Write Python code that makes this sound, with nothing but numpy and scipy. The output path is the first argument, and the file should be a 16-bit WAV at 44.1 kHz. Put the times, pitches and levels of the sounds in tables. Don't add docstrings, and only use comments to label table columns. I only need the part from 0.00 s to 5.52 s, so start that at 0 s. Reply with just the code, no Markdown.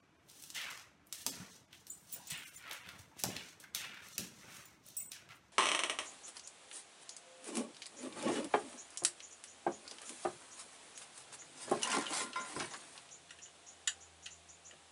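import sys
import numpy as np
from scipy import signal
from scipy.fft import rfft, irfft
from scipy.io import wavfile
from scipy.ndimage import uniform_filter1d

SR = 44100
rng = np.random.default_rng(int(sys.argv[2]) if len(sys.argv) > 2 else 0)


def dump_mix(stems):
    frames = np.atleast_2d(stems).T
    limited = np.clip(frames, -1, 1)
    pcm = np.round(limited * 32767).astype(np.int16)
    wavfile.write(sys.argv[1], SR, pcm)


def undo_db(level):
    steps = np.asarray(level, float) / 20
    return 10 ** steps


N = 243431
CONTROL_STEP = 32


def evened(x):
    return x / np.sqrt(np.mean(x ** 2) + 1e-20)


def read(points, hz):
    f, value = np.transpose(points)
    return np.interp(np.log(hz + 1), np.log(f + 1), value)


def add(mix, s, sound):
    part = mix[round(s * SR):][:len(sound)]
    part += sound[:len(part)]


def coloured(x, points):
    hz = np.fft.rfftfreq(len(x), 1 / SR)
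    return evened(irfft(rfft(x) * undo_db(read(points, hz)), len(x)))


def resonate(x, hz, width_hz):
    turn = np.exp(2j * np.pi * np.cumsum(hz * np.ones(len(x))) / SR)
    r = np.exp(-np.pi * width_hz / SR)
    return 2 * (turn * signal.lfilter([1 - r], [1, -r], x / turn)).real


def grit(per_s, spread_db, smooth, clump_db):
    size = undo_db(spread_db * np.minimum(rng.exponential(1, N), 4)) * (rng.random(N) < per_s / SR)
    slips = evened(size * rng.choice([-1., 1.], N)) + smooth * rng.standard_normal(N)
    clumps = evened(uniform_filter1d(uniform_filter1d(rng.standard_normal(N), 300), 300))
    return slips * undo_db(clump_db * clumps)


def swells(rows):
    fade_db = 25.5
    rise_bend, fall_bend = 1.36, 1.22
    s, db, rise, fall = np.array(rows)[:, :4].T[:, :, None]
    since = np.arange(0, N + CONTROL_STEP, CONTROL_STEP) / SR - s
    lost = np.where(since < 0, abs(since / rise) ** rise_bend, abs(since / fall) ** fall_bend)
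    return undo_db(2 * np.maximum(db - fade_db * lost, -200)), since


def spread(control):
    return np.interp(np.arange(N) / CONTROL_STEP, np.arange(len(control)), control)


def level(power, rest_db):
    return spread(np.sqrt(power.sum(0) + undo_db(2 * rest_db)))


def hum():
    # frequency in Hz, level in dB per Hz.
    hum_spectrum = [(15, -67), (25, -17), (70, 4), (166, -3.5), (217, -18), (285, 2), (317, 1),
                    (427, -13.5), (516, -16), (607, -7.5), (840, -9), (1290, -8.5), (16000, -39)]
    hum_db, drift_db = -71, 0.12
    drift = evened(uniform_filter1d(rng.standard_normal(N), 3000))
    return undo_db(hum_db + drift_db * drift) * coloured(rng.standard_normal(N), hum_spectrum)


def room(x):
    # frequency in Hz, t60 in seconds.
    decay = [(100, 0.32), (300, 0.67), (1000, 0.58), (3000, 0.48), (8000, 0.42), (16000, 0.15)]
    # delay in ms, level in dB.
    echoes = [(4.5, -27), (7.3, -17.5), (10.2, -18), (15.6, -15), (21.4, -23), (27.7, -21.5)]
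    tail_db = -8.5
    taps = np.zeros(SR // 2)
    at = np.arange(100, len(taps) - 20, 20)
    taps[at + rng.integers(0, 20, len(at))] = rng.choice([-1., 1.], len(at))
    hz, t, z = signal.stft(taps, SR, nperseg=256)
    tail = signal.istft(z * undo_db(-60 * t / read(decay, hz)[:, None]), SR, nperseg=256)[1]
    tail = undo_db(tail_db) * tail / np.linalg.norm(tail)
    for ms, db in echoes:
        tail[round(ms * SR / 1000)] += undo_db(db)
    return signal.fftconvolve(x, tail)[:N]


def weight_shifts():
    # start of the heave's peak in seconds, level in dB, rise and fall in seconds.
    heaves = [(.6, -83, 0.066, 0.83), (1.3, -55.5, 0.079, 0.2), (1.41, -60.5, 0.13, 0.31),
              (2.2, -65, 0.15, 0.14), (2.33, -64.5, 0.037, .3), (2.724, -65.5, 0.2, 0.025),
              (2.9, -63.5, 0.16, 0.73), (3.265, -46, 0.057, 0.2), (3.9, -65.5, 0.63, 0.32),
              (4.205, -55, 0.058, 0.14), (4.5, -65, 0.56, 0.5)]
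    # frequency in Hz, level in dB per Hz.
    rumble_spectrum = [(24, -47), (40, -16), (85, -2), (191, -0.5), (229, -3.5), (401, -8), (551, -8),
                       (747, -11), (1500, -20.5), (1950, -21), (3300, -120)]
    rumble = coloured(grit(per_s=400, spread_db=0.5, smooth=1.14, clump_db=4.0), rumble_spectrum)
    return level(swells(heaves)[0], rest_db=-72) * rumble


def squeaks():
    # start in seconds, level in dB, pitch in Hz, t60 in seconds.
    rubs = [(1.729, -65, 1550, 0.075), (2.135, -62, 2490, 0.13), (2.157, -59, 1500, 0.14),
            (2.157, -57.5, 630, 0.084), (1.413, -48.5, 1420, 0.048), (2.195, -59.5, 887, 0.3),
            (3.115, -64, 930, 0.11), (3.639, -47, 1485, 0.037), (3.642, -60, 2090, 0.21),
            (4.968, -63.5, 2630, 0.12), (4.968, -44.5, 5600, 0.023), (5.001, -56.5, 2660, 0.082),
            (5.001, -62, 2210, 0.17)]
    out, t = np.zeros(N), np.arange(6000) / SR
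    noises = rng.standard_normal((len(rubs), len(t)))
    for (s, db, hz, t60), noise in zip(rubs, noises):
        tone = evened(resonate(resonate(noise, hz, width_hz=170), hz, width_hz=280))
        onset = 1 - np.exp(-t / 0.00059)
        add(out, s, undo_db(db - 60 * t / t60) * tone * onset)
    return out


def tags():
    # start in seconds, then levels in dB of tick, small tag, large tag, large tag's high mode.
    knocks = [(1.9, -47, -55, -45.5, -67), (2.119, -42, -73, -72, -61), (2.126, -31, -75, -57, -49.5),
              (2.132, -31, -58, -47, -48.5), (2.271, -40, -61, -53, -62), (2.304, -35, -59, -43, -64),
              (2.376, -24.5, -65, -52.5, -64), (2.5634, -21.5, -59, -77, -68.5),
              (4.6548, -35, -67, -74, -64), (4.865, -32, -71, -59, -68), (4.8862, -37, -88, -72, -70),
              (4.9673, -21.5, -65, -37.5, -49), (4.9998, -34, -59, -47, -55)]
    # level in dB of the hook that holds the tags, share of ring time left by the coat.
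    holds = [(-64, 0.78), (-58, .4), (-52, 0.55), (-52, 0.57), (-54, 0.5), (-48, 0.76), (-62, .6),
             (-60, 0.41), (-62, 0.44), (-72, 0.34), (-72, 0.66), (-47, 1.05), (-56, 1.2)]
    mode_hz = [
        [7101, 7062, 10650, 5900],
        [8068, 8104, 9507, 10300, 12740],
        [14825, 14870, 9850, 13900],
        [15165, 12870, 15720],
    ]
    # level in dB, t60 in seconds.
    mode_decay = [
        [(10.5, 0.22), (-2, 0.44), (-2, 0.08), (-10, 0.018)],
        [(-2.5, 0.3), (-4.5, 0.39), (-17, 0.058), (-29, 0.095), (-9, 0.085)],
        [(10, 0.21), (-5, 0.16), (0, 0.25), (-29, .1)],
        [(-8, 0.093), (-17, 0.084), (-16, .06)],
    ]
    pressed_s = 5.115
    out, t = np.zeros(N), np.arange(9000) / SR
    phases = rng.random((len(knocks), 2, 20))
    for (s, tick_db, *parts_db), (hook_db, share), (phase, swing) in zip(knocks, holds, phases):
        ring = np.zeros(len(t))
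        for k, part_db in enumerate(parts_db + [hook_db]):
            for m, (hz, (db, t60)) in enumerate(zip(mode_hz[k], mode_decay[k])):
                flutter_hz, wobble_hz = 25 + 45 * swing[5 * k + m], 20 + 30 * phase[5 * k + m]
                flutter_db = 3.0 * np.sin(2 * np.pi * (flutter_hz * t + phase[m]))
                wobble = .12 * np.sin(2 * np.pi * (wobble_hz * t + swing[m]))
                decay = undo_db(part_db + db + flutter_db - 60 * t / (t60 * share))
                ring += decay * np.sin(2 * np.pi * (hz * t + phase[5 * k + m] + wobble))
        tick = undo_db(tick_db - 11.0) * np.sin(2 * np.pi * 9500 * t) * np.exp(-t / 0.0005)
        ring *= undo_db(-np.maximum(s + t - pressed_s, 0) * 600)
        add(out, s, ring * (1 - np.exp(-t / 0.00022)) + tick)
    return out


def thuds():
    # start in seconds, peak in dB, slap pitch in Hz, t60 in seconds.
    falls = [(1.263, -32, 930, 0.024), (1.27, -42.5, 270, 0.18), (1.399, -40.5, 156, 0.034),
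             (1.416, -39.5, 188, 0.07), (2.32, -43, 152, 0.058), (2.705, -45.5, 745, 0.11),
             (2.994, -48, 100, 0.053), (3.114, -54.5, 890, 0.071), (3.24, -25, 750, 0.033),
             (3.261, -46.5, 180, 0.072), (3.3, -48, 202, 0.45), (4.187, -38.5, 244, 0.085),
             (4.207, -42.5, 204, 0.23), (5.298, -54, 137, 0.046)]
    out, t = np.zeros(N), np.arange(8000) / SR
    puffs = rng.standard_normal((len(falls), len(t)))
    for (s, db, hz, t60), puff in zip(falls, puffs):
        push = np.sin(2 * np.pi * hz * t) * undo_db(-60 * t / (2.15 / hz * 4))
        narrow_hz = .55 * hz * (hz / 250) ** .4
        puff = evened(resonate(resonate(puff, hz, width_hz=narrow_hz), hz, width_hz=1.5 * hz))
        shape = (1 - np.exp(-t / 0.0044)) * undo_db(-60 * t / max(t60, .01))
        add(out, s + 0.00117, undo_db(db) * (push + 0.61 * puff * shape))
    return out


def drags():
    # most contact in seconds, level in dB, rise and fall in s, fur share in dB.
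    sweeps = [(.432, -61, 0.2, 0.25, 0), (.51, -65, 0.14, 0.15, -14), (.8, -59.5, 0.15, 0.09, -11),
              (1.075, -86, .03, 0.055, 13), (1.21, -56.5, 0.12, 0.12, -1.5), (1.36, -57, 0.13, 0.26, -8),
              (1.55, -61, 0.23, 0.12, -9), (1.743, -66, 0.043, 0.26, -5.5), (2.136, -56.5, 0.097, 0.17, 0),
              (2.28, -56.5, 0.11, 0.059, -14), (2.499, -59.5, 0.21, 0.031, 1.5),
              (2.566, -57, 0.054, 0.068, 3), (2.724, -55, 0.027, 0.13, -6), (2.884, -67.5, 0.055, 0.44, -4),
              (3.0, -63, 0.034, 0.079, -3), (3.201, -53.5, 0.042, 0.18, -5), (3.5, -60.5, 0.38, 0.092, -11),
              (4.07, -61, 0.12, .2, -5.5), (4.144, -52, 0.061, 0.044, -11), (4.4, -63, 0.13, 0.35, -9),
              (4.552, -57, 0.13, 0.25, -4.5), (4.882, -60.5, 0.07, 0.28, -8),
              (5.31, -67.5, 0.023, .09, -10), (5.36, -74.5, 0.03, 0.04, 5), (5.45, -78.5, 0.16, .3, -16)]
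    # peak in seconds, level in dB, fall in s, fur share in dB.
    scuffs = [(0.29, -65.5, 0.39, -2), (0.553, -47.5, 0.21, -8), (.708, -57.5, 0.19, -6),
              (1.134, -52, 0.1, -1), (1.269, -46.5, 0.13, -3.5), (1.873, -66.5, 0.47, 4),
              (2.307, -46.5, 0.052, -0.5), (3.245, -53.5, 0.31, -7), (3.605, -61, 0.092, -2),
              (3.755, -43, 0.14, -5), (4.188, -50, .18, -4), (4.974, -64, 0.11, 10),
              (5.123, -52.5, 0.11, -9)]
    # frequency in Hz, level in dB per Hz.
    claw_spectrum = [(1470, -17), (2500, -10), (2710, -2), (4170, 1.5), (4800, -1), (6040, 5),
                     (10000, -12.5), (13000, -20.5), (22000, -120)]
    # frequency in Hz, level in dB per Hz.
    fur_spectrum = [(5000, -45), (8500, 0.5), (10500, -5), (15600, -6.5), (16500, -9.5)]
    scuff_rise_s = 0.013
    moves = np.array(sweeps + [(s, db, scuff_rise_s, fall, fur_db) for s, db, fall, fur_db in scuffs])
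    raking = swells(moves)[0]
    brush = grit(per_s=4400, spread_db=4.5, smooth=1.3, clump_db=1.5)
    fur_share = undo_db(2 * (moves[:, 4:] - 0.12 * moves[:, 1:2]))
    fur = level(raking ** 1.135 * fur_share, rest_db=-108) * coloured(brush, fur_spectrum)
    return level(raking, rest_db=-86) * coloured(brush, claw_spectrum) + fur


def skids():
    # most pressure in seconds, level in dB, rise and fall in seconds, resonance in Hz.
    slips = [(.29, -66.5, 0.026, 0.094, 3180), (.432, -67.5, 0.14, 0.12, 3090),
             (0.565, -41.5, 0.029, 0.24, 2930), (0.671, -46.5, 0.12, 0.21, 2040),
             (1.135, -58, 0.021, 0.22, 2840), (1.275, -62, 0.016, 0.31, 2830), (1.33, -63, .05, 0.11, 2200),
             (1.42, -59, 0.25, 0.2, 1700), (1.74, -57.5, 0.044, 0.05, 2900), (2.135, -69, 0.12, 0.95, 2900),
             (2.321, -44, 0.044, 0.23, 2800), (2.66, -62, 0.066, 0.19, 2100),
             (2.724, -49, 0.21, 0.15, 2000), (2.884, -55.5, 0.27, 0.25, 2200),
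             (3.202, -57.5, 0.056, 0.037, 2620), (3.25, -63, 0.017, 0.18, 2600),
             (3.3, -56.5, 0.04, 0.11, 1800), (3.379, -50.5, 0.22, 0.23, 2600),
             (3.645, -62.5, 0.058, 0.099, 1700), (3.757, -45.5, .007, 0.1, 2950),
             (3.828, -44.5, 0.063, 0.15, 2400), (3.999, -54, 0.29, 0.24, 2180),
             (4.188, -54, 0.029, 0.2, 2750), (4.552, -56.5, 0.28, 0.27, 2000),
             (5.125, -57, 0.013, 0.24, 2590), (5.31, -55.5, 0.029, 0.11, 1980)]
    # ratio to the skid resonance, width in Hz, level in dB.
    ridges = [
        (0.702, 313, -14.5),
        (1.08, 320, -15.5),
        (1.32, 380, -21.5),
    ]
    sag_hz_per_s, lowest_hz = 3900, 1797
    rest_db, rest_hz = -78.5, 2100
    pads, since = swells(slips)
    each_hz = np.maximum(np.array(slips)[:, 4:] - sag_hz_per_s * np.maximum(since, 0), lowest_hz)
    rest = undo_db(2 * rest_db)
    hz = spread(((pads * each_hz).sum(0) + rest * rest_hz) / (pads.sum(0) + rest))
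    rub = grit(per_s=1800, spread_db=3.4, smooth=.65, clump_db=1.5)
    skid = resonate(resonate(rub, .93 * hz, width_hz=1700), .93 * hz, width_hz=2400)
    skid += undo_db(-15.5) * resonate(rub, 0.59 * hz, width_hz=720)
    skid = evened(skid)
    sway = 1 + .05 * evened(uniform_filter1d(np.roll(rub, SR), 1500))
    squeal = np.zeros(N)
    for ratio, width, db in ridges:
        ridge_hz = ratio * hz * sway
        squeal += undo_db(db) * evened(resonate(resonate(rub, ridge_hz, width), ridge_hz, width))
    skid = signal.sosfilt(signal.butter(2, 520, "high", fs=SR, output="sos"), skid + squeal)
    return level(pads, rest_db) * evened(skid)


def ticks():
    # start in seconds, peak in dB, pitch in Hz. The first two are small clinks of the collar hook.
    catches = [(0.279, -48, 12800), (0.287, -47, 5500), (0.5666, -32, 3160), (0.5732, -33, 3120),
               (0.616, -35, 2980), (0.6544, -29, 2430), (0.675, -38, 2470), (0.7972, -36, 5400),
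               (2.3105, -30, 2580), (2.325, -46, 5400), (2.3412, -55, 2820), (3.1983, -33, 5980),
               (3.2526, -24, 6100), (3.3552, -35, 2350), (3.367, -24, 3260), (3.763, -27, 5470),
               (3.8104, -32, 2890), (3.83, -46, 1500), (3.8422, -46, 2140), (3.8565, -31, 2420),
               (4.1823, -44, 1400), (4.9254, -49, 7400), (5.119, -33, 5630), (5.1334, -34, 5310),
               (5.1494, -42, 6940), (5.1654, -36, 5520), (5.2354, -49, 2210), (5.2903, -46, 1660),
               (5.2985, -48, 1690), (5.308, -46, 2010), (5.346, -50, 1670)]
    out, t = np.zeros(N), np.arange(400) / SR
    for s, db, hz in catches:
        add(out, s, undo_db(db - 3.0) * np.sin(2 * np.pi * hz * t) * np.exp(-t * hz / 1.5))
    return out


def claws():
    # start in seconds, peak in dB, centre
    # in Hz, treble share in dB.
    strikes = [(0.2973, -45, 6000, -31), (0.4234, -37, 8300, -24), (0.437, -36, 5800, -22),
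               (0.5016, -32.5, 6400, -46), (0.5476, -33, 5600, -35), (0.6139, -34, 4320, -32),
               (0.703, -37, 6220, -25), (0.7104, -38, 5780, -19), (0.7744, -40.5, 5970, -32),
               (1.069, -47, 7310, 6), (1.125, -25, 6540, -54), (1.264, -16, 6300, -23),
               (1.8677, -38.5, 5510, -20), (2.271, -40, 7900, -32), (2.301, -33, 8100, -31),
               (2.3164, -33, 4170, -21), (2.6944, -45, 4070, -9), (2.7308, -33.5, 5080, 37),
               (2.9906, -44, 5740, -20), (3.1817, -53.5, 4570, -31), (3.1911, -34, 6500, -33),
               (3.199, -34, 5980, -3), (3.236, -14.5, 6140, -21), (3.6002, -41, 8200, -25),
               (3.7477, -19.5, 4800, -18), (4.0847, -41, 5800, -21), (4.1799, -17.5, 5840, -19.5),
               (4.8636, -47, 7000, -2), (4.8858, -42, 7940, -17), (5.1175, -28.5, 5600, -28),
               (1.728, -45, 3200, -37), (2.3267, -44, 4800, -18), (2.6236, -45, 2560, -25),
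             (2.6758, -46, 3030, -20), (2.7108, -28.5, 2070, -34), (2.871, -46, 2410, -34),
             (2.889, -35, 2250, -38), (3.254, -40, 4520, -22), (3.3644, -28.5, 3140, -50),
             (3.638, -44.5, 2120, -33), (3.943, -45, 2270, -45), (5.134, -49, 4800, -27),
             (5.289, -46.5, 3360, -51), (5.3058, -49, 2040, -48)]
    paw_spread_ms, scratch_db = 1.6, -21.5
    out, t = np.zeros(N), np.arange(2600) / SR
    blows = strikes
    chance = rng.random((len(blows), 8))
    scratch = rng.standard_normal((len(blows), len(t)))
    bright = signal.butter(2, [7500, 14000], "band", fs=SR, output="sos")
    thin = signal.butter(2, 1500, "high", fs=SR, output="sos")
    for (s, db, hz, treble_db), luck, noise in zip(blows, chance, scratch):
        taps = undo_db(scratch_db) * noise * undo_db(-60 * t / 0.044)
        delays = paw_spread_ms / 1000 * (np.arange(4) + .6 * luck[:4]) / 3
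        taps[(delays * SR).astype(int)] += undo_db(-6 * luck[4:]) * [1, -1, -1, 1]
        body = resonate(resonate(taps, hz, width_hz=4400), hz, width_hz=7900)
        treble = evened(signal.sosfilt(bright, taps))
        tick = evened(signal.sosfilt(thin, body)) + undo_db(treble_db + 12.0) * treble
        add(out, s + .0006, undo_db(db) * tick / abs(tick).max())
    return out


def scene():
    hits = claws() + thuds() + squeaks() + ticks()
    metal = tags()
    rubbing = skids() + drags() + weight_shifts()
    sent = hits + undo_db(-9) * metal + undo_db(-3.5) * rubbing
    return (hits + metal + rubbing + room(sent) + hum())[None]


def sharpen(x):
    strength = 0.16
    z = signal.stft(x, SR, nperseg=1024, noverlap=768)[2]
    power = abs(z) ** 2 + 1e-20
    around = uniform_filter1d(power, size=24, axis=0)
    frame_db = 10 * np.log10(power[40:].sum(0))
    steady = abs(np.roll(frame_db, -2) - np.roll(frame_db, 2)) < 7
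    gain = np.clip(power / around, .01, 6) ** strength
    gain /= np.sqrt(uniform_filter1d(power * gain ** 2, size=24, axis=0) / around)
    return signal.istft(z * np.where(steady, gain, 1), SR, nperseg=1024, noverlap=768)[1][:N]


def band_limit(x, open_db, loud_db):
    edge_hz, quiet_edge_hz = 15850, 12000
    hz, t, z = signal.stft(x, SR, nperseg=512)
    top_db = 10 * np.log10(uniform_filter1d(abs(z) ** 2, size=12, axis=0) + 1e-20)
    faint = (hz[:, None] > quiet_edge_hz) & (uniform_filter1d(top_db, size=5, axis=1) < open_db)
    over = (hz[:, None] > edge_hz) & (top_db < loud_db)
    return signal.istft(z * ~(faint | over), SR, nperseg=512)[1][:N]


def starve(x):
    # centre in seconds, threshold in dB.
    thin_moments = [(.005, 3), (.178, 2), (1.308, 1.5), (1.52, 1.5), (1.668, 2.5), (1.905, 1), (2.457, 3.5),
                    (2.503, 5), (2.565, 5.5), (2.822, -1), (3.29, -2), (4.144, 3.5), (5.083, 2)]
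    out, size = x.copy(), 1500
    window = np.sin(np.pi * (np.arange(size) + .5) / size)
    for s, keep_db in thin_moments:
        start = max(round(s * SR) - size // 2, 0)
        at = slice(start, start + size)
        z = rfft(out[at] * window)
        weak = abs(z) < undo_db(keep_db) * np.sqrt(uniform_filter1d(abs(z) ** 2, size=150))
        change = np.where(weak, -.93, .35) * (np.arange(len(z)) > 8)
        out[at] += window * irfft(z * change, size)
    return out


def top_cut(x):
    return signal.sosfilt(signal.butter(12, 17000, fs=SR, output="sos"), x)


def record(dry):
    heard = signal.sosfilt(signal.butter(2, 65, "high", fs=SR, output="sos"), dry[0])
    limited = band_limit(sharpen(heard), open_db=-113, loud_db=-67)
    thinned = starve(limited)
    return top_cut(thinned[None])


dry = scene()
out = record(dry)
dump_mix(out)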